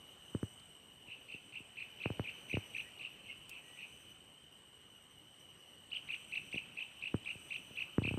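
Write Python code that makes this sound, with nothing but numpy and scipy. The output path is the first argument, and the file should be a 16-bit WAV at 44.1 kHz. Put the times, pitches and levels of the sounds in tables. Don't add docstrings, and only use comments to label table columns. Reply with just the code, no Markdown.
import sys
import numpy as np
from scipy import signal
from scipy.io import wavfile
from scipy.ndimage import uniform_filter1d

SR = 44100
rng = np.random.default_rng(int(sys.argv[2]) if len(sys.argv) > 2 else 0)


def elevation(decibels):
    levels = np.asarray(decibels, float)
    return 10 ** (levels / 20)


def unload_audio(sound):
    columns = np.transpose(np.atleast_2d(sound))
    steps = np.round(np.clip(columns, -1, 1) * 32767)
    wavfile.write(sys.argv[1], SR, steps.astype(np.int16))


N = 360738


def read(points, hz):
    f, value = np.transpose(points)
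    return np.interp(np.log(hz + 1), np.log(f + 1), value)


def evened(x):
    return x / np.sqrt(np.mean(x ** 2) + 1e-20)


def add(mix, s, sound):
    at = round(s * SR)
    sound = sound[max(-at, 0):]
    part = mix[max(at, 0):][:len(sound)]
    part += sound[:len(part)]


def played(source, rows):
    mix = np.zeros(N)
    for row in rows:
        add(mix, *source(*row))
    return mix


def band(x, low_hz, high_hz):
    sos = signal.butter(2, [low_hz, min(high_hz, SR / 2.1)], "band", fs=SR, output="sos")
    return signal.sosfilt(sos, x)


def wander(size, span_s):
    width = max(int(span_s * SR), 1)
    smooth = uniform_filter1d(rng.standard_normal(size), width)
    return evened(uniform_filter1d(smooth, width))


# time_s, level_db
CHORUS_LEVEL = [(0.0, -60.5), (1.02, -63.5), (1.75, -62.5), (2.14, -57), (3.6, -62), (3.71, -60.5),
                (4.49, -64.5), (5.15, -65), (5.65, -63), (5.92, -62), (6.06, -60.5), (7.11, -60.5),
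                (8.02, -59), (8.18, -56.5)]
QUIET_DB = -64


def bed(rest_db, share):
    s, db = np.transpose(CHORUS_LEVEL)
    chorus_db = np.interp(np.arange(N) / SR, s, db)
    return elevation(rest_db + share * (chorus_db - QUIET_DB))


# freq_hz, density_db (per Hz)
HUSH_COLOUR = [(25, -50), (45, -17), (62, -2), (130, -.1), (300, -4), (700, -9), (1500, -12), (2300, -13),
               (3000, -9), (3600, -16), (4500, -24), (7000, -29), (10000, -37), (13000, -39), (16000, -40)]


def hush():
    frames, hz = N // 256 + 5, np.fft.rfftfreq(1024, 1 / SR)
    real, imag, patches = rng.standard_normal((frames, 513, 3)).T
    patches = uniform_filter1d(uniform_filter1d(patches, 10, 0), 12, 1)
    level_db = read(HUSH_COLOUR, hz)[:, None] + 1.6 * evened(patches)
    spectra = (real + 1j * imag) * elevation(level_db)
    air = signal.istft(spectra, nperseg=1024, noverlap=768)[1][:N]
    return bed(-70, share=0.79) * air / np.std(band(air, 325, 1490))


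def stridulate(length, first_hz, last_hz, wing_db, beat_hz, beat, waver_hz):
    t = np.arange(int(length * SR)) / SR
    glide_hz = first_hz + (last_hz - first_hz) * (t / length) ** .8
    hz = glide_hz + waver_hz * wander(len(t), 0.00857)
    turn = 2 * np.pi * (np.cumsum(hz) / SR + rng.random())
    tone = sum(elevation(db) * np.cos((k + 1) * turn) for k, db in enumerate(wing_db))
    strokes = 1 + beat * np.cos(2 * np.pi * (beat_hz * t + rng.random()))
    unsteady = elevation(3.3 * wander(len(t), 0.026))
    return tone * strokes * unsteady * signal.windows.tukey(len(t), .45)


# start_s, length_s, first_hz, last_hz, level_db
PHRASES = [(-.2, 0.97, 3045, 3080, -77.5), (1.072, 0.62, 3040, 3030, -81), (2.258, 0.7, 3040, 2960, -69),
           (3.515, 0.72, 3094, 3004, -73), (4.722, 0.8, 3045, 2940, -78), (5.954, 0.71, 3085, 2924, -70),
           (7.193, 0.72, 3066, 2994, -70), (0.249, 0.33, 3000, 2910, -74), (1.603, 0.33, 3000, 2895, -104),
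           (2.905, 0.89, 2910, 2890, -85), (4.13, 0.59, 2880, 2760, -103), (5.3, 0.53, 2924, 2950, -77),
           (6.655, 0.57, 2920, 2930, -79.5)]
NEAR_WING_DB = [-.1, -3, -5, -10, -24]
FAR_WING_DB = [-.1, -20, -24, -17, -28]


def crickets():
    near, far = np.zeros((2, N))
    for s, length, first_hz, last_hz, db in PHRASES:
        phrase = stridulate(length, first_hz, last_hz, NEAR_WING_DB, beat_hz=324, beat=0.65, waver_hz=4.7)
        add(near, s, elevation(db) * phrase)
    for k, (place, size, beat) in enumerate(rng.random((100, 3))):
        hz = 2870 + 250 * (k * .618 % 1)
        purity = np.clip((hz - 2990) / 60, 0, 1)
        wing_db = FAR_WING_DB - 4.1 * np.arange(5) * purity
        phrase = stridulate(.7, hz, hz - 25, wing_db, beat_hz=40 + 60 * beat, beat=0.53, waver_hz=15.95)
        start_s = -.7 + (k + place) / 100 * (N / SR + .7)
        level_db = -4 * size - 2.1 * ((hz - 2970) / 150) ** 2
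        add(far, start_s, elevation(level_db) * phrase)
    far /= np.sqrt(uniform_filter1d(far ** 2, SR // 3))
    return near + bed(QUIET_DB + 1, share=0.84) * far


# time_s, lift_db (above rest)
SURGES = [
    (.5, 6.5),
    (1.48, 3),
    (2.761, 5),
    (3.7, 3.5),
    (4.9, 1),
    (6.28, 5.5),
    (7.4, 6),
    (8.25, 5),
]


def surges():
    t = np.arange(N) / SR
    return elevation(sum(db * np.exp(-((t - s) / 0.3) ** 2) for s, db in SURGES))


# freq_hz, width_hz, level_db
CICADA_MODES = [(8320, 260, -.1), (8800, 250, -8), (7750, 200, -10), (7100, 250, -15), (8400, 900, -1)]


def cicadas():
    clicks = (rng.random(N) < 6000 / SR) * rng.standard_normal(N)
    rings = np.zeros(N)
    for hz, width, db in CICADA_MODES:
        broad = band(clicks, hz - width, hz + width)
        rings += elevation(db) * evened(band(broad, hz - width / 2, hz + width / 2))
    shimmer = elevation(.8 * wander(N, .03))
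    return bed(-72.5, share=0.27) * surges() * evened(rings) * shimmer


# swing_s (main swing), peak_db, sweep_hz, decay_ms, sharpness (0-1)
KNOCKS = [(0.3525, -26.5, 135, 8.8, 0.43), (0.4336, -28.5, 125, 11, 0.55), (1.0866, -55, 86.5, 17, 0),
          (1.3483, -45.5, 140, 4.8, .3), (1.6072, -49.5, 161, 9.5, .2), (2.0606, -27.5, 226, 10, 1),
          (2.1053, -32, 211, 21, 0.6), (2.198, -29, 220, 19, 1), (2.5311, -45, 206, 15, .1),
          (2.5429, -29.5, 210, 22, 0.12), (2.573, -28, 212, 12, 0.64), (6.547, -39, 91.5, 2.5, 0),
          (6.5623, -39, 121, 4.2, 0.3), (7.1467, -24, 118.5, 8.1, 0.49), (7.3564, -48, 289, 35, 0.3),
          (7.7133, -49, 81, 5.4, .03), (7.986, -20, 121, 7.6, 0.53), (8.023, -32.5, 111, 19, 0.4),
          (8.0538, -32.5, 115, 16, 0.38), (8.0803, -33, 124, 12, 0.47), (8.1148, -32.5, 113, 24, .25),
          (8.1439, -32, 113, 15, 0.42), (8.1783, -30, 118, 20, 0.4)]


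def knock(s, db, sweep_hz, decay_ms, sharp):
    t = np.arange(-300, 2000) / SR
    turns = 95 * t + sweep_hz * 0.0022 * (1 - np.exp(-t / 0.002344))
    edge_s = .00014 + .00041 * max(1 - sharp, 0) ** 3
    lead_s = 0.389 / sweep_hz
    start = (t + lead_s) / edge_s
    fade = np.exp(-np.maximum(t, 0) * 1000 / decay_ms - (t / 0.021) ** 4)
    thump = np.cos(2 * np.pi * turns) * fade / (1 + np.exp(-start))
    snap = sharp * (start + 0.35) * np.exp(-(start + 1.38) ** 2 / 1.8)
    return s + t[0], elevation(db) * (thump - snap)


# start_s, level_db, low_hz, high_hz, decay_ms
TICKS = [
    (0.596, -44.5, 3900, 4760, 3.3),
    (1.83, -75, 9000, 15000, 3.0),
    (3.494, -45.5, 3200, 14500, 4),
    (3.695, -68, 3550, 15400, 4.0),
]


def tick(s, db, low_hz, high_hz, decay_ms):
    t = np.arange(2000) / SR
    burst = rng.standard_normal(2000) * np.exp(-t * 1000 / decay_ms)
    return s, elevation(db) * band(burst, low_hz, high_hz)


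CREST_S, HELD_S = .0135, .0122


def arch(since):
    climb = (abs(since) / .0165) ** 1.55
    drop = (abs(since) / .022) ** 1.8
    bow = 1 - np.where(since < 0, climb, drop)
    return bow * np.clip(1 - (since - HELD_S) / .003, 0, 1)


# start_s, first_db, pitch_factor, gap_ms (between arches), second_db
CHIRPS = [(1.066, -55, 1.02, 34.7, -47), (1.2818, -52, 1.01, 37, -46), (1.5222, -52, 1.003, 30, -44.5),
          (1.767, -48, 0.98, 34.4, -44), (1.997, -47.5, 0.99, 37, -43), (2.237, -48, 0.96, 33.3, -43),
          (2.4938, -45, 0.97, 34.5, -39.5), (2.7436, -44, 0.99, 35, -41), (2.991, -47, 1.03, 37, -44.5),
          (3.245, -54, 1.03, 37, -49.5), (3.4933, -53.5, 0.99, 46, -54.5), (3.7675, -51.5, 0.99, 38, -49),
          (5.9124, -46, 1.093, 33.4, -41.5), (6.085, -44, 0.99, 34, -40), (6.3186, -43, 0.984, 35.4, -39),
          (6.524, -41.5, 1.006, 33.3, -41), (6.7673, -44, 1, 35.5, -42.5), (7.018, -44.5, 0.99, 34.4, -42),
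          (7.2544, -43.5, 0.99, 31.6, -42.5), (7.503, -44, 1, 35, -41.5), (7.7668, -42, 1.005, 33, -40),
          (8.0335, -40.5, 0.99, 33, -40.5)]
# freq_hz, level_db
THROAT = [(1200, -40), (1850, -30), (2200, -10), (2580, -.1), (2900, -7), (3400, -19), (4200, -18),
          (4550, -38), (6000, -44)]


def chirp(s, first_db, pitch, gap_ms, second_db):
    gap, lead_in_s, die_out_s = gap_ms / 1000, .014, .016
    valley_hz, crest_hz, second_lift = 1500, 2790, 1.07
    t = np.arange(-lead_in_s, gap + CREST_S + HELD_S + die_out_s, 1 / SR)
    first, second = arch(t - CREST_S), arch(t - CREST_S - gap)
    later = second > first
    height = np.clip(np.maximum(first, second), 0, 1)
    top_hz = crest_hz * np.where(later, second_lift, 1)
    hz = pitch * uniform_filter1d(valley_hz + (top_hz - valley_hz) * height, 60)
    hoarse = np.clip((2200 * pitch - hz) / 300, 0, 1)
    jitter = 0.0068 * wander(len(t), 0.0036) + 0.103 * hoarse * wander(len(t), 0.00072)
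    turn = 2 * np.pi * np.cumsum(hz * (1 + jitter)) / SR
    voice = np.zeros(len(t))
    for k, db in enumerate([-12 * hoarse, -6, -12]):
        throat_db = read(THROAT, (k + 1) * hz / pitch)
        voice += elevation(db + throat_db) * np.cos((k + 1) * turn)
    since = t - CREST_S - gap * later
    push_db = 204 * since * height + 2.5 * (1 - height)
    sag_db = -2.5 * np.exp(-(since / .0037) ** 2)
    level_db = push_db + sag_db + np.where(later, second_db, first_db)
    flutter_db = 2.5 * wander(len(t), .002)
    ends = np.clip(np.minimum((t - t[0]) / lead_in_s, (t[-1] - t) / die_out_s), 0, 1)
    return s + t[0], ends * elevation(7 + uniform_filter1d(level_db, 40) + flutter_db) * voice


# start_s, length_s, first_hz, last_hz, level_db
WHISTLES = [
    (2.756, 0.016, 1810, 1820, -61),
    (2.82, 0.079, 1700, 1940, -67.5),
    (3.283, 0.027, 2140, 2180, -53.5),
    (3.617, 0.22, 1884, 1950, -69.5),
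]


def whistle(s, length, first_hz, last_hz, db):
    u = np.arange(int(length * SR)) / (length * SR)
    hz = first_hz + (last_hz - first_hz) * np.sin(2.0 * u)
    turn = 2 * np.pi * np.cumsum(hz) / SR
    level_db = db + 7.3 * u + 3.0 * wander(len(u), .004)
    return s, elevation(level_db) * np.sin(turn) * signal.windows.tukey(len(u), .4)


def banks(x, t60, late_t60, late_db):
    t = np.arange(SR) / SR
    taps = (rng.random(SR) < 1500 / SR) * rng.standard_normal(SR) * np.clip(t / 0.009, 0, 1)
    tail = taps * (elevation(-60 * t / t60) + elevation(late_db - 60 * t / late_t60))
    return signal.fftconvolve(x, tail / np.linalg.norm(tail))[:N]


def scene():
    gear = played(knock, KNOCKS) + played(tick, TICKS)
    gear = gear + elevation(-17) * banks(gear, t60=0.055, late_t60=0.54, late_db=-27)
    chirps, whistles = played(chirp, CHIRPS), played(whistle, WHISTLES)
    s, second_db = np.transpose(CHIRPS)[[0, 4]]
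    sung_db = np.interp(np.arange(N) / SR, s + 0.041, second_db)
    turned_db = np.clip(-41.5 - sung_db, 0, 12)
    sent = chirps * elevation(-7 + .7 * turned_db) + elevation(-12) * whistles
    echoes = banks(sent, t60=0.13, late_t60=2.4, late_db=-20.5)
    birds = chirps * elevation(-.6 * turned_db) + whistles + echoes
    return (hush() + crickets() + cicadas() + gear + birds)[None]


def top_cut(x):
    return signal.sosfilt(signal.butter(12, 15500, fs=SR, output="sos"), x)


def record(dry):
    mix = signal.sosfilt(signal.butter(2, 32, "high", fs=SR, output="sos"), dry)
    return top_cut(mix)


dry = scene()
out = record(dry)
unload_audio(out)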